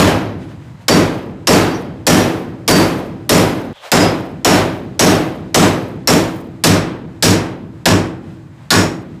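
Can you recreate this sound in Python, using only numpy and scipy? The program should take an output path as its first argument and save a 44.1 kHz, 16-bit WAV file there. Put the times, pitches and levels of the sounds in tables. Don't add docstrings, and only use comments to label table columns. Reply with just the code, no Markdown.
import sys
import numpy as np
from scipy import signal
from scipy.io import wavfile
from scipy.ndimage import uniform_filter1d, minimum_filter1d

SR = 44100
rng = np.random.default_rng(int(sys.argv[2]) if len(sys.argv) > 2 else 0)


def voltage_ratio(decibels):
    exponent = np.asarray(decibels, float) / 20
    return 10 ** exponent


def int16_out(signal):
    q = np.round(np.clip(np.atleast_2d(signal).T, -1, 1) * 32767)
    wavfile.write(sys.argv[1], SR, q.astype(np.int16))


N = 405719

# start in [s], strength in [dB], brightness in [dB],
# crack in [dB], tail length as a [share].
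FIRST_BLOW = [(-.06, -4.5, -4, -7, 0.95)]
# start in [s], strength in [dB], brightness in [dB], crack in [dB], tail as a [share].
BLOWS = [(.882, -10.5, -6, -11.5, 1.05), (1.471, -8.5, -4, -16.5, 1.053), (2.067, -10, -2, -10, 1.097),
         (2.6781, -10, -2, -5, 1.122), (3.293, -10.5, -2.5, -2.5, 1.08), (3.917, -6.5, -6, -11, 0.92),
         (4.447, -5.5, -5, -12, 0.91), (4.9931, -8, -3, -18, 1), (5.544, -8, -4.5, -20, 0.94),
         (6.0737, -11, -2.5, -7, 0.88), (6.638, -12.5, 3.5, 4, 1.03), (7.225, -14, 5.5, 5, 1.02),
         (7.856, -9.5, -2.5, -1, 0.8), (8.705, -8.5, 1.5, 7.5, 0.76)]
# centre in [s], level in [dB], length in [s].
MOVEMENTS = [
    (0.425, -46, 0.022),
    (0.506, -48, 0.032),
    (0.65, -51, 0.067),
    (0.823, -53, 0.014),
    (3.767, -49, 0.013),
    (3.863, -34, 0.026),
    (8.297, -51.5, 0.063),
    (8.454, -59.5, 0.068),
    (8.64, -62, 0.072),
    (9.15, -56, 0.068),
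]
# frequency in [Hz], level in [dB per Hz].
SWISH_SPECTRUM = [(180, -70), (300, -60), (507, 3.5), (691, -9), (763, -0.5), (1060, -8), (2400, -11),
                  (3270, -13.5), (15000, -36)]
# frequency in [Hz], level in [dB per Hz].
ROOM_SPECTRUM = [(18, -54), (70, -25.5), (128, -9.5), (171, -6.5), (268, -4), (455, -7.5), (493, -10),
                 (625, -8.5), (1270, -13.5), (5440, -20), (14100, -23.5), (15200, -40), (16500, -77)]
# frequency in [Hz], early t60 in [s], late t60 in [s], late share in [dB], build-up in [s].
ROOM_DECAY = [(40, 2.7, 1.9, -2.5, 0.024), (103, 0.57, 4.2, -5, 0.029), (320, 0.91, 2.1, -26, 0.0021),
              (1060, 0.71, 0.69, -30, 0.0025), (3260, 0.55, 2.3, -43, 0.00071),
              (8600, 0.4, 9.5, -65, 0.0003), (16000, 0.45, 1.0, -50, .001)]
# frequency in [Hz], level in [dB], t60 in [s].
BENCH_MODES = [(54.8, -21.5, 1), (102, -7, 0.32), (161.73, -2, 0.31), (185.4, -6, 0.76),
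               (241.5, -2.5, 0.23), (286.7, -3, 0.34), (327.7, -7.5, 0.5), (365.4, -11, 0.21),
               (396.5, -7, 0.2), (453, -9, 0.29), (535, -10, 0.33), (614.5, -4, 0.065)]
# frequency in [Hz], level in [dB], t60 in [s].
WALL_MODES = [(2000, -20, .06), (3050, -17, 0.066), (3770, -17.5, 0.032), (4560, -17.5, 0.059),
              (4750, -11.5, 0.031), (5340, 2.5, 0.045), (5750, 4.5, 0.027), (6390, -4, 0.026),
              (6834, 0, 0.055), (7600, 1, 0.033), (9250, -10.5, 0.075)]
# start in [s], frequency in [Hz], level in [dB], t60 in [s].
FAVOURED_MODES = [(0.001, 6850, -22, .24), (0.001, 5410, -24, 0.22), (.38, 9750, -66, .9),
                  (0.16, 2404, -40, .3), (0.019, 102, -8, 0.64), (0.883, 4605, -11, 0.32),
                  (.882, 5240, -18, .12), (1.472, 5440, -12.5, 0.18), (1.472, 4590, -22, .6),
                  (1.731, 5400, -45, .15), (1.74, 5750, -42, 0.19), (1.74, 6100, -47, .15),
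                  (2.07, 5720, -9.5, 0.35), (2.069, 1770, -15, 0.45), (2.68, 4597, -12.5, 0.43),
                  (3.293, 5920, -27, 0.31), (3.917, 4994, -12.5, 0.38), (4.449, 4920, -32.5, .24),
                  (5.546, 5900, -28.5, .1), (6.075, 4960, -20, .12), (6.074, 5420, -10, 0.11),
                  (6.076, 5660, -13.5, 0.14), (6.074, 7500, -25, 0.17), (6.639, 5370, -23, .24),
                  (7.226, 4920, -17, 0.27), (8.705, 5420, -17.5, 0.063)]
# delay in [s], level in [dB].
NEAR_ECHOES = [(.0045, -2), (0.0144, -7), (0.018, -15.5), (.033, -9.5)]
# frequency in [Hz], level in [dB per Hz].
AIR_SPECTRUM = [(24, -31.5), (50, 12), (100, 19.5), (170, 11.5), (300, 1), (950, 13), (2000, 5),
                (3300, -30), (4500, -43), (6000, -33.5), (7600, -3.5), (9500, -27.5), (15000, -31.5)]
# frequency in [Hz], level at the last blow in [dB],
# loss per earlier blow in [dB].
LOOSE_MODES = [(733, -29, 10), (1035, -18, 13), (1128, -10, 12), (1430, -9, 19), (1500, -13, 24),
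               (1717, -7, 5.5), (1650, -19.5, -0.5)]
# frequency in [Hz], level in [dB], t60 in [s].
VISE_MODES = [(162.8, -1.5, 0.28), (204, -9, 0.086), (272, 0.5, .11), (335, -2, .1), (430, -7, .08)]
# frequency in [Hz], level in [dB], lag in [s], length in [s].
ROCKING_MODES = [(101.6, -9, 0.083, 0.026), (171.8, -13.5, 0.043, 0.062)]

SCENE_CHANGE_S, TORN_S = 3.730, 6.3
RUN_IN, TAIL = SR // 4, 2 * SR


def at_hz(points, hz):
    f, *columns = np.transpose(points)
    return [np.interp(np.log(hz), np.log(f), column) for column in columns]


def dying(t, t60):
    return np.exp(-np.log(1000) * t / t60)


def hump(s, length):
    return np.exp(-0.5 * ((np.arange(N) / SR - s) / length) ** 2)


def ring(x, hz, t60):
    r, w = voltage_ratio(-60 / (t60 * SR)), 2 * np.pi * hz / SR
    return signal.lfilter([0, np.sin(w)], [1, -2 * r * np.cos(w), r * r], x)


def noise_bands():
    edges = 32 * 2 ** (np.arange(28) / 3)
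    white = rng.standard_normal((2, N))
    for k, (low, high) in enumerate(zip(edges, edges[1:])):
        band = signal.butter(2, [low, high], "band", fs=SR, output="sos")
        yield np.sqrt(low * high), signal.sosfilt(band, white[k % 2])


def silent_shots():
    return np.zeros((2, N + RUN_IN))


def add(shots, sound, s):
    at = round(s * SR) + RUN_IN
    part = shots[int(s > SCENE_CHANGE_S), at:at + len(sound)]
    part += sound[:len(part)]


def joined(shots):
    before = np.arange(N) < SCENE_CHANGE_S * SR
    return shots[0, RUN_IN:] * before + shots[1, RUN_IN:]


def thud_of(strength, share):
    return -6 - (1 - 0.48) * strength + 10.5 * (share - 1)


def air_and_sleeves():
    lead_s, swing_db, swing_s = 0.063, -55.5, 0.066
    moves = MOVEMENTS + [(blow[0] - lead_s, swing_db, swing_s) for blow in BLOWS]
    movement = sum(voltage_ratio(db) * hump(s, length) for s, db, length in moves)
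    air = np.zeros(N)
    for centre, noise in noise_bands():
        swish = voltage_ratio(at_hz(SWISH_SPECTRUM, centre)[0] + 18.5) * movement
        quiet = voltage_ratio(at_hz(AIR_SPECTRUM, centre)[0] - 55)
        air += noise[::-1] * (swish + quiet)
    return air


def room():
    blows, t = FIRST_BLOW + BLOWS, np.arange(TAIL) / SR
    shots = silent_shots()
    for centre, noise in noise_bands():
        early, late, late_db, rise = at_hz(ROOM_DECAY, centre)
        low, high = 1 / (1 + (centre / 450) ** 2), centre / 8000
        alike = 0.91 / (1 + (centre / 407) ** 4)
        same = noise[SR // 2:SR // 2 + TAIL]
        build_up = (1 - np.exp(-t / max(rise, 1e-4))) ** 2
        filling = voltage_ratio(at_hz(ROOM_SPECTRUM, centre)[0] + 28.5) * build_up
        slow = voltage_ratio(late_db) * dying(t, late)
        hollow_db = -3.5 * np.exp(-np.log2(centre / 527) ** 2 / 0.65)
        torn_db = hollow_db - 5 * (centre / 12000) ** 2
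        for k, (s, strength, bright, crack, share) in enumerate(blows):
            torn = s > TORN_S
            other = TAIL + k * (N - 2 * TAIL) // len(blows)
            answer = np.sqrt(alike) * same + np.sqrt(1 - alike) * noise[other:other + TAIL]
            level_db = strength + low * thud_of(strength, share) + high * bright + torn * torn_db
            fast = dying(t, early * share * 0.71 ** (high * torn))
            add(shots, voltage_ratio(level_db) * filling * (fast + slow) * answer, s)
    return joined(shots)


def grit():
    lumps = uniform_filter1d(rng.standard_normal(N), size=600)
    high = signal.butter(2, 5000, "high", fs=SR, output="sos")
    hiss = signal.sosfilt(high, rng.standard_normal(N))
    hops = np.zeros(N)
    for s, strength, bright, crack, share in BLOWS:
        level_db = -43.5 + 0.5 * strength + bright + (s > TORN_S) * -20
        hops += voltage_ratio(level_db) * hump(s + 0.28, 0.07)
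    sizzle = hops * voltage_ratio(4 * lumps / np.std(lumps)) * hiss
    scuff = ring(rng.standard_normal(N), 3350, 0.005)
    sliding = voltage_ratio(-44) * hump(3.8, 0.057) * (np.arange(N) > SCENE_CHANGE_S * SR)
    return sizzle + sliding * scuff / np.std(scuff)


def bench():
    shots, t = silent_shots(), np.arange(TAIL) / SR
    fast, slow = dying(t, 0.36), voltage_ratio(-15.5) * dying(t, 1.66)
    modes = []
    for hz, db, t60 in BENCH_MODES:
        shaking = (fast + slow / (1 + (hz / 380) ** 4)) * rng.standard_normal(TAIL)
        mode = ring(shaking, hz, t60)
        modes.append(voltage_ratio(db - 13.5) * mode / np.std(mode))
    start_up_s = 0.007917
    for s, strength, bright, crack, share in FIRST_BLOW + BLOWS:
        level_db = strength + thud_of(strength, share) + rng.normal(0, 1.3, len(BENCH_MODES))
        add(shots, voltage_ratio(level_db) @ modes, s + start_up_s)
    return joined(shots)


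def rocking():
    t, swell = np.arange(N) / SR, np.zeros(N)
    for s in [blow[0] for blow in BLOWS if blow[0] > TORN_S]:
        for hz, db, lag, length in ROCKING_MODES:
            swell += voltage_ratio(db) * hump(s + lag, length) * (t > s) * np.sin(2 * np.pi * hz * (t - s))
    return swell


def vise_knock():
    shots, t = silent_shots(), np.arange(SR // 4) / SR
    swell = (1 - np.exp(-t / 0.028)) ** 2
    for s, strength, bright, crack, share in BLOWS:
        chance = rng.normal(0, 1, (len(VISE_MODES), 3))
        modes = np.zeros(len(t))
        for (hz, db, t60), (d, bend, turn) in zip(VISE_MODES, chance):
            sine = np.sin(2 * np.pi * hz * (1 + 0.042 * bend) * t + turn)
            modes += voltage_ratio(db + 1.5 * d) * dying(t, t60) * sine
        add(shots, voltage_ratio(7 + strength + thud_of(strength, share)) * swell * modes, s)
    return joined(shots)


def favoured_modes():
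    shots, length = silent_shots(), SR // 2
    t = np.arange(length) / SR
    steady = 0.39
    torn_blows = [blow[0] for blow in BLOWS if blow[0] > TORN_S]
    loose = [(s, hz, db - k * loss_db, 0.24)
             for k, s in enumerate(torn_blows[::-1]) for hz, db, loss_db in LOOSE_MODES]
    for s, hz, db, t60 in FAVOURED_MODES + loose:
        rattled = ring(rng.standard_normal(length) * dying(t, t60), hz, t60 / 4.2)
        free = dying(t, t60) * (1 - np.exp(-t * hz / 6.5)) * np.sin(2 * np.pi * hz * t)
        mode = (1 - steady) * rattled / np.std(rattled) + steady * free / np.std(free)
        add(shots, voltage_ratio(db - 8.5) * mode, s)
    return joined(shots)


def wall_ring(chatter, torn):
    spread = rng.normal(0, 1, (3 * len(WALL_MODES), 2))
    walls = np.zeros(len(chatter))
    for (hz, db, t60), (d, bend) in zip(3 * WALL_MODES, spread):
        walls += voltage_ratio(db + 2.5 * d - 12.5) * ring(chatter, hz * (1 + 0.027 * bend), t60 * 0.17 ** torn)
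    return walls


def contact_crack(t, torn):
    top = signal.butter(2, 9000 if torn else 15000, fs=SR, output="sos")
    burst = signal.sosfilt(top, rng.standard_normal(len(t)) * dying(t, 0.035))
    body = voltage_ratio(-17.5) * ring(burst, 4900, 0.0038) + voltage_ratio(-13.0) * ring(burst, 4250, 0.0024)
    burst = body + voltage_ratio(-5.5) * np.diff(burst, prepend=0)
    return burst + sum(voltage_ratio(db) * np.roll(burst, round(lag * SR)) for lag, db in NEAR_ECHOES)


def tube():
    shots, t = silent_shots(), np.arange(SR // 3) / SR
    for s, strength, bright, crack_db, share in BLOWS:
        torn = s > TORN_S
        chatter = voltage_ratio(-15.5) * rng.standard_normal(len(t)) * dying(t, 0.34)
        walls = voltage_ratio(bright) * wall_ring(chatter, torn)
        crack = voltage_ratio(crack_db + 11.5) * contact_crack(t, torn)
        add(shots, voltage_ratio(strength) * (walls + crack), s)
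    return joined(shots)


def scene():
    surroundings = air_and_sleeves() + room() + grit()
    support = bench() + rocking() + vise_knock()
    return (surroundings + support + favoured_modes() + tube())[None]


def limited(x):
    ceiling_db, release_db_s, look_ahead_s = -0.36, 435, 0.00019
    ramp = release_db_s * np.arange(N) / SR
    over = np.maximum(20 * np.log10(np.abs(x[0]) + 1e-9) - ceiling_db, 0)
    held = np.maximum.accumulate(over + ramp) - ramp
    ahead = max(round(look_ahead_s * SR), 1)
    cut = -minimum_filter1d(-np.maximum(held, 0), 2 * ahead + 1)
    return x * voltage_ratio(-uniform_filter1d(cut, ahead))


def roll_off(x):
    return signal.sosfilt(signal.butter(12, 16740, fs=SR, output="sos"), x)


def record(dry):
    x = signal.sosfilt(signal.butter(4, 46, "high", fs=SR, output="sos"), dry)
    x = 2.25 * np.tanh(0.44 * limited(x))
    x = signal.sosfilt(signal.cheby2(12, 30, 15800 * 0.995, fs=SR, output="sos"), x)
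    return roll_off(np.clip(x, -1, 1))


dry = scene()
out = record(dry)
int16_out(out)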